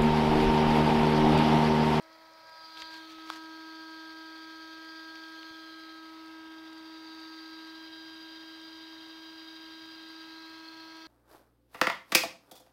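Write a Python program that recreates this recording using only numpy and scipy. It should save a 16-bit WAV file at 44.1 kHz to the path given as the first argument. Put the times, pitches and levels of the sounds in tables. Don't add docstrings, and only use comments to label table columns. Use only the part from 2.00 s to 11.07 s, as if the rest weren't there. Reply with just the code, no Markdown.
import sys
import numpy as np
from scipy import signal
from scipy.fft import rfft, irfft, next_fast_len
from scipy.io import wavfile
from scipy.ndimage import uniform_filter1d

SR = 44100
rng = np.random.default_rng(int(sys.argv[2]) if len(sys.argv) > 2 else 0)


def elevation(decibels):
    levels = np.asarray(decibels, float)
    return 10 ** (levels / 20)


def pcm_store(signal):
    levels = np.round(np.clip(np.atleast_2d(signal), -1, 1) * 32767)
    wavfile.write(sys.argv[1], SR, levels.astype(np.int16).T)


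N = 399987
T = np.arange(N) / SR

# (time [s], place [0 scope, 1 near board, 2 between, 3 far board], aim at the fan [dB],
# echo crest [Hz], closeness [dB])
HAND_PATH = [(0, 0, -11, 4170, -0.5), (.45, -0.06, -9, 4220, -0.5), (.73, 1.42, 1, 4230, -7),
             (.86, 0.5, 5.5, 4300, 1), (1.08, 1.37, 1, 4400, -1), (1.45, 1.5, -1, 4380, 1),
             (2.7, 1, 0, 4420, -0.5), (3.5, 1.08, 1.5, 4280, -1), (4.0, 1.5, -3.5, 3800, -1),
             (4.5, 2.5, -6, 3600, 1), (5.2, 2, 0, 3800, 0.5), (5.7, 2.5, .5, 3920, 1),
             (6.2, 4, .5, 3810, .5), (7.1, 5, .5, 3820, 0), (8.2, 2.5, 1.5, 3820, 0.5),
             (8.65, 2.5, 0, 4250, 0.5), (9.07, 2.5, 0, 4330, -0.5)]
# (multiple of the pitch, level at scope [dB], near board [dB], between [dB], far board [dB])
MOTOR_TONES = [(1, -66, -51, -49.5, -51.5), (3, -64.5, -56, -61, -64), (4, -63.5, -55, -56.5, -68),
               (5, -66.5, -52.5, -56.5, -57), (2, -64, -66.5, -71, -72.5), (10, -79.5, -63.5, -71, -60.5),
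               (15, -74, -62, -69.5, -60), (20, -109, -76.5, -84.5, -91), (6, -73.5, -71.5, -78, -82),
               (8, -87, -70.5, -74, -76), (12, -81, -67.5, -78, -94), (18, -105, -79, -90, -78.5),
               (7, -82, -76, -81, -73.5)]


def evened(x):
    return x / np.sqrt(np.mean(x ** 2) + 1e-20)


def read(points, hz):
    f, value = np.transpose(points)
    return np.interp(np.log(hz + 1), np.log(f + 1), value)


def columns(rows, t):
    s, *rest = np.transpose(rows)
    return np.array([np.interp(t, s, c) for c in rest])


def bump(x, centre, half_width):
    return np.exp(-((x - centre) / half_width) ** 2)


def wander(low_hz, top_hz, t):
    rates, turns = np.geomspace(low_hz, top_hz, num=24), rng.random(24)
    return evened(np.sin(2 * np.pi * (np.outer(t, rates) + turns)).sum(1))


def slow(low_hz, top_hz):
    return np.interp(T, T[::200], wander(low_hz, top_hz, T[::200]))


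def noise(field_db, size=1024):
    hop = size // 4
    hz, s = np.fft.rfftfreq(size, 1 / SR), np.arange(N // hop + 5) * hop / SR
    a, b = rng.standard_normal((len(s), len(hz), 2)).T
    spectrum = (a + 1j * b) * elevation(field_db(hz[:, None], s))
    return signal.istft(spectrum, nperseg=size, noverlap=size - hop)[1][:N]


def ring(hz, t60, length=3000):
    t = np.arange(length) / SR
    return elevation(-60 * t / t60) * np.sin(2 * np.pi * hz * t)


def add(mix, s, sound):
    part = mix[round(s * SR):][:len(sound)]
    part += sound[:len(part)]


def at_place(values, s):
    return np.interp(columns(HAND_PATH, s)[0], np.arange(len(values)), values)


def air_change(hz, s):
    centres_hz = [600, 2200, 4000, 5600]
    follows = [0.027, 0.19, 0.93, 0.52]
    share = np.interp(np.log(hz + 1), np.log(centres_hz), follows)
    return np.outer(share, columns(HAND_PATH, s)[1] + 1.83)


def tone_db(multiple, s):
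    # (time [s], multiple, half length [s], level [dB])
    nodes = [(0.53, 1, 0.05, -12), (0.59, 1, 0.17, -10), (0.65, 3, 0.35, 6.5), (1.125, 3, 0.12, -15.5),
             (3.81, 3, 0.22, -10), (0.68, 4, 0.32, 6), (0.96, 4, 0.052, -16), (1.29, 4, 0.13, 3.5),
             (4.02, 4, 0.22, 2.5), (0.17, 5, 0.046, -16), (0.49, 5, 0.051, 7.5), (0.88, 5, 0.17, 5),
             (1.125, 5, 0.074, -17), (4.16, 5, .07, -9), (3.15, 5, 0.37, 3.5), (0.66, 15, 0.28, 11.5),
             (1.11, 15, 0.087, -30), (2.96, 15, 0.11, 4.5), (3.6, 15, 0.074, 0), (4.46, 15, 0.21, -9),
             (5.3, 15, 0.32, 8), (5.18, 10, 0.14, -16.5), (0.83, 10, 0.04, 14), (5.3, 20, .35, 9),
             (8.1, 20, .35, 1), (3.0, 6, 0.28, 7), (8.58, 8, 0.89, 9.5), (9.2, 7, 0.44, 6.5),
             (9.07, 18, .35, 16), (0.92, 12, 0.28, 4),
             (8.84, 1, .9, -2), (4.7, 1, 0.86, 0.5), (.05, 1, 0.22, 2.5), (2.9, 3, 0.71, -4.5),
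              (1.14, 3, 0.32, 4), (8.87, 3, 0.33, 3.5), (5.4, 3, 0.12, -3), (5.4, 2, 0.28, -8.5),
              (9.16, 2, 0.41, 4.5), (2.04, 5, 0.29, 2), (4.93, 5, 0.23, -4), (6.05, 5, 0.49, 1.5),
              (6.95, 5, 0.55, -1.5), (0.676, 5, 0.028, -12), (3.75, 10, 0.37, 5), (8.75, 15, 0.21, -3),
              (1.52, 15, 0.11, -12), (5, 4, 0.15, 2), (5, 4, 0.22, -4.5), (9.4, 4, 0.95, 3),
              (1.4, 20, 0.14, 4), (2.3, 20, 0.13, -4), (.66, 2, 0.13, 5.5), (0.84, 15, 0.055, 2.5),
              (.88, 8, .06, 10), (1.15, 8, .1, 6), (.51, 3, .06, 3), (3.5, 20, 0.11, 5), (6.9, 3, .15, 1.5),
              (8.05, 3, .2, -1.5), (4.5, 4, .12, 2.5), (7.7, 4, .2, 2.5), (3.35, 15, .12, -3),
              (0.65, 3, .07, -3), (8.0, 2, .35, -3), (4.65, 2, .2, 2.5), (2.5, 2, .15, -3.5),
              (3.7, 8, 0.16, -5), (7.4, 8, .4, -3), (5.1, 8, .25, 2.5), (1.02, 1, .08, -1.5)]
    levels = next(row[1:] for row in MOTOR_TONES if row[0] == multiple)
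    crossed = sum(db * np.exp(-abs((s - at) / half) ** 1.86)
                  for at, k, half, db in nodes if k == multiple)
    return at_place(levels, s) + columns(HAND_PATH, s)[3] + crossed


def motor(gust):
    # (time [s], pitch [Hz])
    pitch_curve = [(0.1, 322.25), (0.45, 321.81), (0.9, 320.95), (1.4, 320.45), (2.1, 320.56),
                   (2.7, 321.27), (3.2, 321.64), (3.7, 321.62), (4.3, 320.88), (4.75, 320.39),
                   (5.3, 320.61), (6.0, 321.61), (6.5, 321.97), (7.2, 322.16), (7.6, 322.09), (8.2, 322.31),
                   (8.7, 322.66), (9.0, 322.61)]
    # (multiple, level [dB])
    faint_tones = [(11, -77.5), (13, -74.5), (14, -80), (16, -81.5), (17, -89), (19, -86.5)]
    gust_share = 0.6
    spread_turns = .15
    hz = columns(pitch_curve, T)[0]
    turns = np.cumsum(hz) / SR + 0.0002 * slow(1.1, 40)
    out = np.zeros(N)
    for k in [row[0] for row in MOTOR_TONES]:
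        db = np.interp(T, T[::128], tone_db(k, T[::128]))
        depth_db = min(0.16 * k, 1.7) if k % 5 == 0 else .15
        shiver_db = depth_db * evened(gust_share * gust + (1 - gust_share) * slow(7, 50))
        phase = k * turns + spread_turns * k * k + rng.random() / 20
        out += elevation(db + shiver_db) * np.cos(2 * np.pi * phase)
    for k, db in faint_tones:
        near_db = np.interp(T, T[::512], air_change(k * hz[:1], T[::512])[0])
        swell_db = slow(0.69, 2.9)
        out += elevation(db + near_db + swell_db) * np.cos(2 * np.pi * (k * turns + rng.random()))
    return np.sqrt(2) * out, turns


def air(turns, gust):
    # (frequency [Hz], level [dB per Hz])
    air_colour = [(150, -25), (270, -27), (330, -14), (450, -21), (600, -17.5), (1000, -14.5), (1650, -14),
                  (2200, -13.5), (3300, -13.5), (4800, -10), (5300, -18), (6500, -29), (7500, -43.5),
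                  (9500, -56)]
    # (time [s], half length [s], frequency [Hz], half width [Hz], level [dB])
    sweeps = [(0.57, .16, 5100, 370, 7), (.64, 0.094, 3150, 280, -6), (1.14, .17, 3950, 190, 7.5),
              (1.2, .13, 4300, 180, -7.5), (0.97, 0.23, 5200, 410, -7), (.25, .2, 2100, 500, -2.5),
              (0.53, 0.19, 620, 180, 4), (4.2, 0.22, 4300, 500, -2.5), (8.4, 0.48, 640, 150, -4),
              (3.7, .22, 5000, 110, 7), (3.8, .35, 5550, 250, -5), (3.6, .2, 4680, 90, -5),
              (3.85, 0.21, 4100, 110, 4.5), (3.65, .2, 3900, 90, -2), (3.1, .2, 4080, 80, -7),
              (3.6, .12, 3480, 90, 3), (4.4, .25, 3050, 80, 5), (4.8, .3, 3320, 70, 5),
              (4.8, .15, 3100, 70, -9), (4.5, .2, 5050, 150, 4), (5.15, .35, 5100, 200, -4),
              (4.1, .3, 4350, 120, 8), (8.3, 0.23, 3300, 350, -1), (8.4, 0.47, 4280, 120, 3.5),
              (4.5, .2, 870, 200, 2), (1.34, .06, 2300, 300, -5)]
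    # frequency [Hz], depth [dB], width [Hz]
    low_dip_hz = [2870, 2770, 2390, 2420]
    low_dip_db = [10.4, 8.3, 6.6, 7]
    low_dip_width_hz = [338, 189, 150, 170]
    # depth [dB], share of the crest frequency
    flank_dip_db = [1.5, 8.6, 4.9, 11]
    flank_share = [.9, 0.91, 0.9, 0.902]
    high_dip_db = [1.5, 3, 5, 13]
    # frequency [Hz], depth [dB]
    mid_dip_hz = [3530, 2900, 3010, 3000]
    mid_dip_db = [4.8, 1.2, 7.3, 1]
    crest_db = [1.7, 4.3, 5.5, 6.6]
    low_crest_db = [1.1, 3, 1.9, 2.8]
    housing_hz = [4800, 4750, 4560, 4820]
    housing_db = [3.7, 2.8, 9.9, 1.94]
    notch_db = [4, 9.4, 2, 10]
    gap_db = [0.5, -.5, 3.5, 1.3]

    def field(hz, s):
        place, _, crest_hz, _ = columns(HAND_PATH, s)
        db = read(air_colour, hz) + air_change(hz[:, 0], s)
        high_dip_hz = 4420 + 0.61 * (crest_hz - 3850)
        dips = [(at_place(low_dip_hz, s), low_dip_db, at_place(low_dip_width_hz, s)),
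                (at_place(flank_share, s) * crest_hz, flank_dip_db, 110),
                (high_dip_hz, high_dip_db, 140),
                (at_place(mid_dip_hz, s), mid_dip_db, 110)]
        for f, depth_db, width in dips:
            db = db - at_place(depth_db, s) * np.exp(-abs((hz - f) / width) ** 1.4)
        db = db + at_place(crest_db, s) * bump(hz, crest_hz, 260)
        db = db + at_place(low_crest_db, s) * bump(hz, 0.785 * crest_hz, 170)
        housing_rise_db = 0.62 * np.maximum(tone_db(15, s) + 63.5, -8)
        db = db + (at_place(housing_db, s) + housing_rise_db) * bump(hz, at_place(housing_hz, s), 140)
        db = db - at_place(notch_db, s) * bump(hz, 5030, 90)
        db = db + at_place(gap_db, s) * (bump(hz, 880, 220) + bump(hz, 2140, 220))
        db = db - 3.1 * bump(hz, 6050, 110) * np.clip(place - 2, 0, 1)
        db = db + .5 * np.maximum(tone_db(1, s) + 52.5, -13) * bump(hz, 330, 140)
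        db = db + 7.8 * bump(hz, 570, 70) * np.clip((.9 - place) / 0.22, .15, 1)
        for at, half, f, width, swing_db in sweeps:
            db = db + swing_db * bump(s, at, half) * bump(hz, f, width)
        patches = uniform_filter1d(rng.standard_normal(db.shape), 14, 0)
        patches = evened(uniform_filter1d(patches, 3, 1))
        gust_db = 0.68 * np.interp(s - 512 / SR, T, gust)
        bright = 0.42 + bump(hz, 4200, 1800)
        return db + bright * (0.38 * wander(9, 70, s) + gust_db + 0.9 * patches)

    flutter = elevation(-53 + 0.74 * slow(25, 100))
    puffs = 1 + 0.017 * np.cos(2 * np.pi * turns) + 0.034 * np.cos(np.pi * turns)
    return flutter * evened(noise(field)) * puffs


def bench():
    # (frequency [Hz], early level [dB], late level [dB])
    supply_tones = [(586, -78, -83), (801, -75, -81), (1087, -79, -72), (1372, -81, -74), (1855, -86, -80),
                    (6600, -92, -94), (7380, -96, -97), (7768, -96, -95), (8156, -93, -95),
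                    (8543, -90, -90), (9318, -93, -94), (10874, -96, -97), (14497, -99, -95)]
    late = np.clip((columns(HAND_PATH, T)[0] - 1) / 2, 0, 1)
    out = np.zeros(N)
    for hz, early_db, late_db in supply_tones:
        db = early_db + late * (late_db - early_db) + 0.46 * slow(0.28, 0.72)
        out += elevation(db) * np.sin(2 * np.pi * hz * T)
    return np.sqrt(2) * out * elevation(at_place([-6, 0], T))


def hiss(gust):
    # (frequency [Hz], level [dB per Hz])
    hiss_colour = [(3000, -21), (6500, -3), (8400, -2.5), (10300, -3), (12000, -1), (15000, -0.5),
                   (17000, -1)]

    def field(hz, s):
        stir_db = .2 * wander(8, 60, s) + .45 * np.interp(s - 512 / SR, T, gust)
        return read(hiss_colour, hz) + stir_db

    return elevation(-70.5 + 0.33 * columns(HAND_PATH, T)[1]) * evened(noise(field))


def rumble():
    # (frequency [Hz], level [dB per Hz])
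    rumble_colour = [(15, -10), (30, -31), (60, 3), (80, -10), (115, 0.5), (180, -7.5), (240, 5.5),
                     (300, 2), (450, -38)]
    rumble_db = [-81.5, -79, -75.5, -74.5]
    # (time [s], half length [s], level [dB])
    drones = [
        (6.25, .25, 9.4),
        (6.75, .15, 8),
        (7.1, 0.14, 8),
        (7.9, 0.23, 8),
        (8.6, .3, 9.7),
    ]

    def field(hz, s):
        swell_db = sum(db * bump(s, at, half) for at, half, db in drones)
        return read(rumble_colour, hz) + bump(hz, 109, 22) * swell_db

    return elevation(at_place(rumble_db, T)) * evened(noise(field, size=4096))


def relay():
    # (frequency [Hz], level [dB], t60 [s])
    tick_modes = [(7000, -61, 0.012), (7900, -66, .012), (8600, -63, .014), (9160, -61, .012),
                  (10200, -69, 0.023), (12300, -66, .012)]
    start_s, gap_s, rise_s = .0228, .4708, .0012
    out = np.zeros(N)
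    rise = np.minimum(np.arange(3000) / SR / rise_s, 1) ** 2
    for s in np.arange(start_s, N / SR, gap_s):
        for hz, db, t60 in tick_modes:
            level_chance, pitch_chance = rng.standard_normal(2)
            mode = ring(hz * (1 + 0.016 * pitch_chance), t60)
            add(out, s, rise * elevation(db + 2.2 * level_chance) * mode)
    return out


def clicks():
    # (time [s], peak [dB], ring [Hz], t60 [s], crack [dB])
    click_events = [(.13, -53, 5330, .014, .5), (.335, -53, 5200, .014, 5), (.47, -61, 5600, .01, 8),
                    (.74, -54, 6000, .01, 5), (0.774, -42, 3200, 0.01, 2), (1.3010, -49, 11500, 0.008, 7),
                    (4.282, -64, 8400, .01, 5), (3.155, -46, 5500, .006, -3), (3.156, -39, 2710, .006, 6),
                    (1.185, -37, 830, 0.0066, 2), (3.512, -54, 2000, .004, 1), (7.862, -67, 8500, .01, 14),
                    (4.782, -66, 8300, .01, 8), (8.087, -60, 8300, .01, 8), (8.59, -66, 8000, .01, 11)]
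    out, n = np.zeros(N), np.arange(300)
    for s, db, hz, t60, crack_db in click_events:
        body = ring(hz, t60) * np.minimum(np.arange(3000) / 23.0, 1)
        crack = rng.standard_normal(300) * np.exp(-n / 70.0) * np.minimum(n / 10, 1)
        crack_hz = 1500 + 0.7 * hz
        band = signal.butter(3, [.7 * crack_hz, 1.3 * crack_hz], "bandpass", fs=SR)
        add(body, 0, elevation(crack_db) * signal.lfilter(*band, crack))
        add(out, s, elevation(db) * body)
    return out


def creaks():
    creaks_per_s = [1, 3, 15, 3]
    slot_s = .01
    out, slots = np.zeros(N), np.arange(0, N / SR, slot_s)
    for s, rate in zip(slots, at_place(creaks_per_s, slots)):
        luck, pitch, strength = rng.random(3)
        if luck < rate * slot_s:
            hz = np.interp(pitch, [0, 1], [6900, 12500])
            add(out, s, elevation(-66 + 6.0 * (strength - .5)) * ring(hz, .006, length=800))
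    return out


def rustles():
    # (time [s], length [s], level [dB])
    strokes = [
        (0.751, 0.1, -52),
        (0.884, 0.13, -54.5),
        (1.078, 0.069, -55.5),
        (1.247, 0.076, -54),
        (1.284, 0.12, -51),
    ]
    # (frequency [Hz], level [dB])
    skin_colour = [(300, -11), (1000, 1.5), (3000, -0.5), (5000, -1), (7000, -11.5), (9000, -17.5),
                   (16000, -22)]
    out = np.zeros(N)
    skin = evened(noise(lambda hz, s: read(skin_colour, hz) + 1.9 * wander(22, 150, s), size=256))
    for s, length, db in strokes:
        stroke = signal.windows.tukey(round(length * SR), .75)
        add(out, s, elevation(db) * stroke * skin[round(s * SR):][:len(stroke)])
    return out


def knocks():
    # (time [s], peak [dB], frequency [Hz], length [cycles])
    knock_events = [(1.30074, -24, 1200, 3.5), (1.3006, -43, 480, 1.5), (1.30108, -28, 3000, 1.5),
                    (1.30190, -27, 2500, 1.5), (1.3008, -32, 3500, 7), (1.30150, -34, 5000, 6),
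                    (1.3014, -46, 7600, 9), (.8197, -31.5, 5200, 2.5), (.8203, -38, 2000, 3),
                    (.8206, -30, 3500, 3.5), (.8214, -33, 3600, 5), (.8240, -35, 1900, 3),
                    (.7716, -41, 2400, 4), (.7722, -38, 3500, 6), (.7752, -38, 3800, 7),
                    (.7965, -39, 4100, 6), (.7975, -50, 6500, 9), (.8026, -37, 4400, 5),
                    (.8045, -50, 6600, 9), (.8060, -39, 4700, 7), (.8243, -42, 3300, 4),
                    (.8450, -41, 4600, 18), (.8505, -41, 4700, 14), (.8570, -39, 3800, 6),
                    (.8572, -56, 7800, 9), (3.4292, -41, 3300, 4), (3.4294, -45, 5400, 5),
                    (3.4306, -38.5, 3300, 6), (3.4312, -43, 1900, 3), (3.1550, -44, 5200, 5),
                    (3.1562, -42, 3000, 4), (3.1600, -41, 4600, 14), (8.6845, -38, 4300, 24)]
    out = np.zeros(N)
    for s, db, hz, cycles in knock_events:
        turns = np.arange(0, cycles, hz / SR)
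        swell = np.sin(np.pi * turns / cycles) ** 2
        add(out, s, elevation(db) * swell * np.sin(2 * np.pi * turns))
    return signal.lfilter(*signal.butter(2, 300, "highpass", fs=SR), out)


def snaps():
    # (time [s], peak [dB])
    snap_events = [
        (.7722, -42),
        (.8199, -39),
        (1.3021, -45),
        (3.1552, -46),
        (3.4298, -42),
    ]
    decay_s = 0.00045
    out, t = np.zeros(N), np.arange(256) / SR
    top, low = signal.butter(2, 5000, fs=SR), signal.butter(2, 1800, "highpass", fs=SR)
    for s, db in snap_events:
        burst = rng.choice([-1., 1.], 256) * np.exp(-t / decay_s)
        add(out, s, elevation(db) * signal.lfilter(*low, signal.lfilter(*top, burst)))
    return out


def thumps():
    # (time [s], peak [dB], frequency [Hz], t60 [s])
    thump_events = [
        (.827, -62, 62, 0.093),
        (3.51, -52, 110, 0.024),
    ]
    out = np.zeros(N)
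    for s, db, hz, t60 in thump_events:
        add(out, s, elevation(db) * ring(hz, t60, length=8000))
    return out


def scene():
    gust = slow(7, 59.96)
    tones, turns = motor(gust)
    fan = tones + air(turns, gust)
    surroundings = bench() + hiss(gust) + rumble() + relay()
    hand = clicks() + creaks() + rustles() + knocks() + snaps() + thumps()
    return (fan + surroundings + hand)[None]


def low_pass(x):
    return signal.sosfilt(signal.butter(12, 16250, fs=SR, output="sos"), x)


def record(dry):
    edge_hz = 15745
    size = next_fast_len(N)
    passed = np.fft.rfftfreq(size, 1 / SR) < edge_hz
    limited = irfft(rfft(dry, size) * passed, size)[:, :N]
    return low_pass(limited)


dry = scene()
out = record(dry)
pcm_store(out)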